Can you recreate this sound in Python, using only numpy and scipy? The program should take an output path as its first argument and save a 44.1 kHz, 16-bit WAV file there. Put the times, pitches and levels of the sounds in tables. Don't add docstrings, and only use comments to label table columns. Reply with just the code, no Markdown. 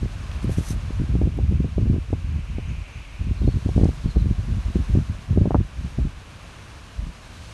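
import sys
import numpy as np
from scipy import signal
from scipy.fft import rfft, irfft, next_fast_len
from scipy.io import wavfile
from scipy.ndimage import uniform_filter1d, map_coordinates

SR = 44100
rng = np.random.default_rng(int(sys.argv[2]) if len(sys.argv) > 2 else 0)


def waveform_to_disk(signal):
    frames = np.transpose(np.atleast_2d(signal))
    scaled = np.clip(frames, -1, 1) * 32767
    samples = np.round(scaled).astype(np.int16)
    wavfile.write(sys.argv[1], SR, samples)


N = 332073

# (frequency [Hz], relative density [dB])
RUSH_SPECTRUM = [(50, 15), (85, 16), (200, 4.5), (420, -3.5), (620, -1), (820, -4), (1080, -0.5),
                 (1350, -4), (1600, -3), (1950, -7.5), (2800, -9), (4000, -19), (8000, -43)]
WHOOSH_SPECTRUM = [(1200, -39), (1900, -5), (2350, 3.5), (2650, 2.5), (3000, -2.5), (3500, -14),
                   (5000, -66)]
FEATHER_SPECTRUM = [(1500, -33), (3000, 2.5), (4000, 4), (4900, 0.5), (5700, 0.5), (6500, 0), (7500, -4.5),
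                    (9000, -5), (10400, -9), (11500, -11.5)]
# (time [s], relative rush level [dB], relative hiss level [dB])
FLOCK_LEVELS = [(0, -52, -58.0), (0.35, -48.5, -56.5), (1.0, -50.5, -58), (1.3, -54.5, -61),
                (2.5, -54.5, -61.5), (3.3, -54, -60), (3.8, -51, -55.5), (4.25, -52.5, -59.0),
                (4.85, -50.0, -56.0), (5.55, -54.0, -62), (5.88, -52.0, -57.5), (6.1, -53.0, -60.5),
                (6.5, -51.0, -58.0), (7.15, -53, -59), (7.5, -51.5, -55)]
# (peak time [s], rise [s], fall [s], relative level [dB])
FLOCK_TURNS = [(.35, 0.29, .3, -65), (1.45, .33, 0.36, -57.5), (2.98, 0.87, 0.44, -50.5)]
def flock(rush_db=9.5, level_flight_db=-5.5, turn_db=0.5, feather_db=4.5):
    near_db, hiss_db = curve(FLOCK_LEVELS, column=1), curve(FLOCK_LEVELS, column=2)
    rush = noise(RUSH_SPECTRUM) * wingbeats(depth=0.041) * undb(near_db + rush_db)
    whoosh_gain = np.hypot(undb(near_db + level_flight_db), undb(turn_db) * swells(FLOCK_TURNS))
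    whoosh = noise(WHOOSH_SPECTRUM) * wingbeats(depth=0.07) * whoosh_gain
    feathers = noise(FEATHER_SPECTRUM) * wingbeats(depth=0.053) * undb(hiss_db + feather_db)
    return rush + whoosh + feathers


def wingbeats(depth, beat_hz=11.0, flap_s=0.89, birds=40):
    t = np.arange(0, N, 64) / SR
    when, pace, phase = rng.random((birds, 3)).T[:, :, None]
    strokes = np.cos(2 * np.pi * (beat_hz * (.75 + pace / 2) * t + phase))
    flapping = np.exp(-((t - when * t[-1]) / flap_s) ** 2)
    flutter = np.sum(strokes * flapping, axis=0)
    return np.exp(depth * np.interp(np.arange(N) / SR, t, flutter / flutter.std()))


# (frequency [Hz], gain [dB])
PORT_RESPONSE = [(15, -3), (45, 2), (90, 2), (380, -1.5), (520, -3), (740, 3.5), (1000, 2.5), (1350, 4.5),
                 (2500, 3)]
def buffets():
    wind_db = wind()
    return colour(rumble(wind_db) + eddies(wind_db), PORT_RESPONSE)


# (time [s], relative level [dB])
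BREEZE_LEVELS = [(0, -36), (1.0, -31.5), (1.3, -29), (2.0, -32.5), (2.75, -35), (2.92, -49), (3.2, -33),
                 (4.0, -32), (4.9, -34.5), (5.22, -39), (5.63, -29.5), (5.72, -40), (6.1, -37.5),
                 (6.3, -53), (6.9, -55), (7.53, -48)]
# (start [s], duration [s], relative level [dB])
WIND_GUSTS = [(.02, 0.036, -19.5), (0.162, 0.21, -30), (0.436, 0.096, -24), (0.581, 0.029, -19),
              (.7, 0.071, -23.5), (0.991, 0.053, -20.5), (1.088, 0.2, -17.5), (1.379, 0.065, -17),
              (1.492, 0.065, -16), (1.601, 0.072, -19), (1.776, .19, -16.5), (2.102, 0.077, -24),
              (2.248, 0.1389, -25), (2.491, 0.12, -26.5), (2.683, 0.031, -25.5), (2.777, 0.038, -30.5),
              (2.961, 0.047, -33), (3.206, 0.1248, -24), (3.418, 0.076, -17.5), (3.535, 0.042, -18),
              (3.66, 0.058, -21.5), (3.762, 0.13, -17.5), (4.048, 0.03, -18), (4.16, 0.031, -15.5),
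              (4.217, .11, -20.5), (4.388, 0.04, -23.5), (4.479, 0.13, -22), (4.665, 0.039, -24),
              (4.752, 0.052, -15), (4.898, 0.1104, -16.5), (5.087, 0.037, -24.5), (5.296, 0.19, -17.5),
              (5.537, 0.073, -16.5), (5.774, .1, -27.5), (5.986, 0.084, -21), (6.982, 0.11, -29)]
def wind(gain_db=0.5, attack_s=.008, release_s=.013):
    t = np.arange(N) / SR
    power = undb(curve(BREEZE_LEVELS)) ** 2
    for start, length, db in WIND_GUSTS:
        fade = np.maximum(start - t, 0) / attack_s + np.maximum(t - start - length, 0) / release_s
        power += (undb(db) * np.exp(-np.minimum(fade, 20))) ** 2
    return 10 * np.log10(power) + gain_db


# (frequency [Hz], relative density [dB])
RUMBLE_SPECTRUM = [(20, -26), (30, -22), (42, 5.5), (55, 6.5), (75, 2.5), (110, -3.5), (180, -12.5),
                   (300, -27), (500, -36.5), (900, -68), (2000, -96)]
def rumble(wind_db, gain_db=-2.5, medium_db=-27, quicken=.15, churn_db=3.0, breakup=0.18):
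    gust_db = wind_db + churn_db * walk(50)
    speed = np.clip(undb(quicken * (gust_db - medium_db)), .9, 1.15)
    field = noise(RUMBLE_SPECTRUM, size=2 * N)
    field /= np.sqrt(uniform_filter1d(field ** 2, int(0.0507 * SR)))
    gust_db -= breakup * np.maximum(gust_db - medium_db, 0)
    return map_coordinates(field, [np.cumsum(speed)], order=3) * undb(gust_db + gain_db)


# (time [s], relative peak level [dB], centre frequency [Hz])
HARD_EDDIES = [(0.031, -12, 165), (0.446, -9, 152), (0.495, -9.5, 192), (0.585, -6.5, 172),
               (.707, -16, 151), (.907, -15.5, 161), (1.0, -12.5, 135), (1.018, -8, 130),
               (1.154, -8.5, 176.2), (1.216, -7, 205.4), (1.235, -13, 160), (1.274, -9, 175),
               (1.389, -10.5, 222), (1.516, -13, 145), (1.605, -6.5, 129.5), (1.645, -11.5, 186),
               (1.782, -7, 204.8), (1.858, -13, 134.6), (1.9, -4.5, 119), (1.943, -9, 144.6),
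               (1.983, -10.5, 125), (2.13, -6, 215), (2.585, -11.5, 197.9), (3.312, -11.5, 130.2),
               (3.435, -14, 130.4), (3.478, -3.5, 182), (3.56, -9, 89.93), (3.662, -7, 144),
               (3.691, -12, 239.2), (3.764, -6.5, 145.4), (3.78, -3, 207.1), (3.798, -10.5, 208.5),
               (3.814, -4, 147.5), (3.835, 0, 169), (3.856, -4, 208), (3.891, -9.5, 191.8),
               (4.06, -9, 123.4), (4.169, -5, 145), (4.259, -12.5, 151.5), (4.312, -4.5, 116),
               (4.758, -4.5, 161), (4.953, -4, 162), (4.974, -6, 170.9), (5.311, -12, 102.4),
               (5.376, 0, 202.3), (5.414, -5, 162), (5.457, -5.5, 222.9), (5.475, -8, 174.1),
               (5.508, -6.5, 317), (5.546, -2, 390), (5.553, -5.5, 240), (5.988, -10.5, 184.6),
               (6.053, -7.5, 110.2)]
def eddies(wind_db, gain_db=-2.0, wake_db=-8, wake_ratio=0.4, shed_db=-13, shed_ratio=1.13,
           trail_s=0.01284):
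    out, t = np.zeros(N), np.arange(-2048, 2048) / SR
    for time, db, hz in HARD_EDDIES + lesser_eddies(wind_db):
        eddy_side, wake_side, _ = rng.random(3)
        thump = vortex(t, hz, eddy_side)
        thump += undb(wake_db) * vortex(t - trail_s / 2, hz * wake_ratio, wake_side)
        for side, lag, pitch in rng.random((2, 3)):
            shed_hz = hz * shed_ratio * 2 ** (pitch - .5)
            thump += undb(shed_db) * vortex(t - trail_s * lag, shed_hz, side)
        add(out, time + t[0], undb(db + gain_db) * thump)
    return out


def lesser_eddies(wind_db, per_s=35, usual_hz=120.5, usual_db=-21, octaves_per_db=0.06,
                  over_wind_db=2.5, scatter_db=1.5, scatter_octaves=0.19):
    count = int(per_s * N / SR)
    at = ((np.arange(count) + rng.random(count)) * N / count).astype(int)
    strength, pitch = rng.standard_normal((count, 2)).T
    db = wind_db[at] + over_wind_db + scatter_db * strength
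    hz = usual_hz * 2 ** (scatter_octaves * pitch + octaves_per_db * (wind_db[at] - usual_db))
    return list(zip(at / SR, db, hz))


def vortex(t, hz, side):
    return np.real(np.exp(2j * np.pi * side) / (1 - 1j * np.pi * hz * t) ** 3)


# (frequency [Hz], relative density [dB])
NYLON_SPECTRUM = [(1200, -3), (2300, -2), (4200, 0), (5000, -2), (7000, -0.5), (9000, 1), (11800, -2.5)]
# (peak time [s], rise [s], fall [s], relative level [dB])
SLEEVE_RUBS = [(.537, 0.037, 0.019, -45.5), (.587, 0.022, 0.016, -45.5), (.702, 0.076, 0.034, -41)]
def sleeve(grain_db=1.2, weave_hz=6100, weave_db=-4):
    stroke = swells(SLEEVE_RUBS)
    weave_band = [(0.68 * weave_hz, -25), (weave_hz, 0), (1.24 * weave_hz, -25), (2 * weave_hz, -50)]
    weave = undb(weave_db) * noise(weave_band) * stroke / stroke.max()
    return (noise(NYLON_SPECTRUM) + weave) * stroke * undb(grain_db * walk(220))


# (time [s], peak level [dB], centre frequency [Hz])
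CREASE_TICKS = [(0.315, -32, 3000), (.428, -42, 9500), (.441, -37.5, 10500), (1.374, -43.5, 9930),
                (3.844, -34.5, 5612)]
def creases(decay_s=0.002):
    out, t = np.zeros(N), np.arange(512) / SR
    for time, db, hz in CREASE_TICKS:
        band = [(hz / 2, -14), (hz, 0), (2 * hz, -14), (4 * hz, -30)]
        snap = noise(band, size=len(t)) * np.exp(-t / decay_s)
        add(out, time, undb(db) * snap / abs(snap).max())
    return out


# (time [s], duration [s], start frequency [Hz], end frequency [Hz], relative level [dB])
BIRD_CALLS = [(2.68, 0.018, 5994, 6810, -50), (2.927, 0.021, 5900, 6950, -51),
              (3.362, 0.054, 4455, 3972, -53), (3.431, .035, 3833, 3698, -50),
              (3.453, 0.0644, 4202, 4332, -47.5), (4.066, 0.07, 4500, 3957, -45.5),
              (4.17, 0.065, 4263, 3650, -51.5)]
def bird_calls(gain_db=-2, waver=0.0177, echo_db=-2, echo_s=0.066):
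    direct, wobble = np.zeros(N), walk(250)
    for time, length, start_hz, end_hz, db in BIRD_CALLS:
        n = int(length * SR)
        hz = np.linspace(start_hz, end_hz, n) * (1 + waver * wobble[int(time * SR):][:n])
        envelope = undb(db + gain_db) * np.sin(np.linspace(0, np.pi, n))
        add(direct, time, envelope * np.sin(2 * np.pi * np.cumsum(hz) / SR))
    t = np.arange(SR // 2) / SR
    hedges = rng.standard_normal(len(t)) * np.exp(-t / echo_s)
    echoes = signal.fftconvolve(direct, hedges / np.linalg.norm(hedges))[:N]
    return direct + undb(echo_db) * echoes


def undb(db):
    return 10 ** (np.asarray(db) / 20)


def curve(table, column=1):
    rows = np.array(table)
    return np.interp(np.arange(N) / SR, rows[:, 0], rows[:, column])


def swells(table):
    t = np.arange(N) / SR
    return sum(undb(db) * np.exp(-((t - peak) / np.where(t < peak, rise, fall)) ** 2)
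               for peak, rise, fall, db in table)


def colour(x, points):
    hz, db = np.transpose(points)
    n = next_fast_len(len(x), True)
    f = np.maximum(np.arange(n // 2 + 1) * SR / n, 1)
    gain = undb(np.interp(np.log(f), np.log(hz), db)) * np.minimum(f / hz[0], 1) ** 2
    return irfft(rfft(x, n) * gain, n)[:len(x)]


def noise(points, size=N):
    x = colour(rng.standard_normal(size), points)
    return x / x.std()


def walk(rate_hz):
    hold = int(SR / rate_hz)
    steps = rng.standard_normal(2048)[np.arange(N) // hold]
    x = uniform_filter1d(uniform_filter1d(steps, hold), hold)
    return x / x.std()


def add(out, time, sound):
    i = int(time * SR)
    lo, hi = max(i, 0), min(i + len(sound), N)
    out[lo:hi] += sound[lo - i:hi - i]


def scene():
    return (buffets() + flock() + sleeve() + creases() + bird_calls())[None]


def record(dry, cutoff_hz=12000):
    lowpass = signal.ellip(12, .1, 80, cutoff_hz, fs=SR, output="sos")
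    return signal.sosfilt(lowpass, np.tanh(dry))


dry = scene()
out = record(dry)
waveform_to_disk(out)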